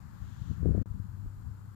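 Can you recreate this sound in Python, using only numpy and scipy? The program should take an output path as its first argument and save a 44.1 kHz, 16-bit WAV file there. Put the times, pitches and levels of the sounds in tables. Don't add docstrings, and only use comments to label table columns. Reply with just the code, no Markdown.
import sys
import numpy as np
from scipy import signal
from scipy.fft import rfft, irfft, next_fast_len
from scipy.io import wavfile
from scipy.ndimage import uniform_filter1d, map_coordinates

SR = 44100
rng = np.random.default_rng(int(sys.argv[2]) if len(sys.argv) > 2 else 0)


def file_out(sig):
    cols = np.atleast_2d(sig).T
    lim = np.clip(cols, -1, 1)
    pcm = np.round(lim * 32767).astype(np.int16)
    wavfile.write(sys.argv[1], SR, pcm)


N = 77175

# (frequency [Hz], relative density [dB])
RUMBLE_SPECTRUM = [(15, -22.5), (30, -5), (60, -10.5), (130, 1), (200, -15.5), (290, -20.5), (400, -30),
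                   (700, -69.5), (1500, -99)]
# (frequency [Hz], relative density [dB])
AIR_LEFT_SPECTRUM = [(100, 4), (500, 2.5), (680, 0), (880, 9.5), (1150, 8.5), (1500, 7), (1900, -3.5),
                     (2300, -11), (3650, -14.5), (4250, -9), (6100, -16), (7200, -5.5), (8600, -16.5),
                     (11300, -16.5), (12700, -12.5), (15000, -16)]
AIR_RIGHT_SPECTRUM = [(100, -5), (620, -14), (1400, -13.5), (2200, -18.5), (7500, -23), (11000, -21.5),
                      (12700, -17), (14000, -20)]
BRIGHT_SPECTRUM = [(500, -14), (1100, 0), (1750, -2.5), (2200, -12.5), (2600, -15), (3500, -24),
                   (4300, -17), (5800, -23), (7200, -19), (9000, -29.5), (15000, -30.5)]
# (time [s], level [dB])
HISS_ENVELOPE = [(0, -107), (.14, -75.5), (.29, -67), (.52, -65), (.6, -74.5), (.7, -100)]
# (frequency [Hz], relative density [dB])
HISS_SPECTRUM = [(1500, -14.5), (2400, -3.5), (3300, 4), (4200, 0), (5300, -6), (6300, -1), (7200, 0.5),
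                 (8500, -21), (15000, -26)]
# (time [s], peak before the low cut [dB], width [s], port [0 left, 1 right])
EDDY_IMPACTS = [(.221, -27.5, 0.0031, 0), (0.273, -39, 0.0025, 1), (.326, -36.5, .0018, 0),
                (0.419, -27.5, 0.002, 0), (0.426, -31, 0.0028, 0), (.501, -21, 0.002, 0),
                (.514, -24.5, 0.0012, 0), (.631, -25.5, 0.00086, 0), (.659, -14, .0008, 0),
                (0.6625, -17.5, .0008, 0), (.677, -22, .0014, 0), (0.693, -21, 0.00091, 0),
                (.709, -19.5, 0.0012, 0), (.752, -16, 0.00065, 0), (0.78, -24.5, 0.00068, 0),
                (.790, -28.5, 0.00107, 0), (0.8167, -20.5, .0012, 0), (.913, -24.5, 0.0028, 0),
                (.955, -34, 0.0027, 0), (1.0, -25.5, 0.0016, 0), (1.248, -36.5, 0.0017, 1),
                (1.261, -37.5, 0.00083, 0), (1.269, -33.5, 0.0039, 1), (1.273, -31, 0.0053, 0),
                (1.376, -38.5, 0.0059, 1), (1.47, -29.5, 0.002, 0), (1.51, -34, 0.0028, 0),
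                (1.659, -54, 0.0017, 1)]
# (time [s], level [dB])
WIND_ENVELOPE = [(0, -47), (.18, -46.5), (.224, -38), (.36, -45.5), (.42, -37.5), (.452, -43), (.51, -32),
                 (.545, -38.5), (.6, -33.5), (.66, -20.5), (.75, -24.5), (.82, -26), (.87, -44),
                 (.93, -37.5), (1.05, -41.5), (1.27, -42), (1.33, -55), (1.48, -37), (1.56, -50.5),
                 (1.75, -49.5)]
# (frequency [Hz], relative density [dB])
BUFFET_SPECTRUM = [(15, -19.5), (45, -13.5), (70, 5.5), (95, 0.5), (130, -4.5), (190, -6.5), (270, -19.5),
                   (400, -40), (700, -54.5), (1500, -87)]
CHURN_SPECTRUM = [(100, -17), (180, -4.5), (330, -0.5), (500, -9.5), (650, -20), (850, -34.5), (1500, -50),
                  (3000, -94)]

RUMBLE_DB, AIR_DB, BRIGHT_DB = (-48.5, -54), (-61.5, -70.5), (-62.5, -80)
HUM_HZ, HUM_WANDER_HZ, HUM_WAVER_DB, HUM_DB = 99.7, 2.16, 2, (-44.5, -52.5)
BURST_DB, BURST_WIDTH_S, REFERENCE_EDDY_S = -19, .003, .00097
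LOW_CUT_HZ, TOP_HZ = 29.3, 15500
FULL_WIND_DB, FULL_CHURN_DB, CHURN_SLOPE = -21.5, -39, 1.82
DROPOUT_S, RETURN_S, FADE_OUT_S, FADE_IN_S, DROPOUT_DB = .832, .8585, .0068, .00065, -42


def amp(db):
    return 10 ** (np.asarray(db) / 20)


def unit(x):
    return x / np.sqrt(np.mean(x ** 2, axis=-1, keepdims=True) + 1e-20)


def seconds():
    return np.arange(N) / SR


def curve(rows):
    return np.interp(seconds(), *np.transpose(rows))


def wobble(rate_hz):
    knots = rng.standard_normal(int(N * rate_hz / SR) + 4)
    return map_coordinates(knots, [seconds() * rate_hz])


def filtered(x, response):
    size = next_fast_len(N + 8192)
    hz = np.fft.rfftfreq(size, 1 / SR)
    return irfft(rfft(x, size) * response(hz), size)[..., :N]


def noise(spectrum):
    knots_hz, db = np.transpose(spectrum)
    white = rng.standard_normal(N)
    return unit(filtered(white, lambda hz: amp(np.interp(np.log(hz + 1), np.log(knots_hz + 1), db))))


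def noise_pair(spectrum, levels_db):
    return np.array([amp(db) * noise(spectrum) for db in levels_db])


def steady(x, window=1800):
    power = np.abs(uniform_filter1d(x ** 2, window))
    return unit(x / np.sqrt(power + 1e-6))


def air():
    left = amp(AIR_DB[0]) * noise(AIR_LEFT_SPECTRUM)
    right = amp(AIR_DB[1]) * noise(AIR_RIGHT_SPECTRUM)
    rumble = noise_pair(RUMBLE_SPECTRUM, RUMBLE_DB)
    brightness = (seconds() < RETURN_S) * noise_pair(BRIGHT_SPECTRUM, BRIGHT_DB)
    return np.array([left, right]) + rumble + brightness


def hum():
    hz = HUM_HZ + HUM_WANDER_HZ * wobble(rate_hz=11.9)
    tone = unit(np.sin(2 * np.pi * np.cumsum(hz) / SR))
    gains = np.array([amp(db + HUM_WAVER_DB * wobble(rate_hz=9.85)) for db in HUM_DB])
    return (seconds() > RETURN_S) * gains * tone


def hiss():
    return amp(curve(HISS_ENVELOPE)) * noise_pair(HISS_SPECTRUM, levels_db=(0, -15.5))


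def eddies():
    pressure = np.zeros((2, N))
    churn = steady(noise(CHURN_SPECTRUM), window=300)
    for time_s, db, width_s, port in EDDY_IMPACTS:
        t = seconds() - time_s
        pulse = -t / width_s * np.exp((1 - (t / width_s) ** 2) / 2)
        tightness = REFERENCE_EDDY_S / width_s
        burst = amp(BURST_DB) * tightness ** 3 * np.exp(-(t / BURST_WIDTH_S) ** 2 / 2)
        pressure[int(port)] += amp(db) * (pulse + burst * churn)
    low_cut = signal.butter(2, LOW_CUT_HZ, "high", fs=SR, output="sos")
    return signal.sosfilt(low_cut, pressure)


def wind():
    strength_db = curve(WIND_ENVELOPE) + wobble(rate_hz=40.15)
    buffet = amp(strength_db) * steady(noise(BUFFET_SPECTRUM))
    churn_db = FULL_CHURN_DB + CHURN_SLOPE * (strength_db - FULL_WIND_DB)
    churn = amp(churn_db) * steady(noise(CHURN_SPECTRUM))
    return np.array([buffet + churn, np.zeros(N)])


def scene():
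    return wind() + eddies() + air() + hiss() + hum()


def record(dry):
    t = seconds()
    fade_out = np.clip((DROPOUT_S - t) / FADE_OUT_S, 0, 1)
    fade_in = np.clip((t - RETURN_S) / FADE_IN_S, 0, 1)
    gate = np.maximum(fade_out + fade_in, amp(DROPOUT_DB))
    end_fades = np.clip(np.minimum(t, t[-1] - t) / .003, 0, 1)
    return filtered(dry * end_fades * gate, lambda hz: hz < TOP_HZ)


dry = scene()
out = record(dry)
file_out(out)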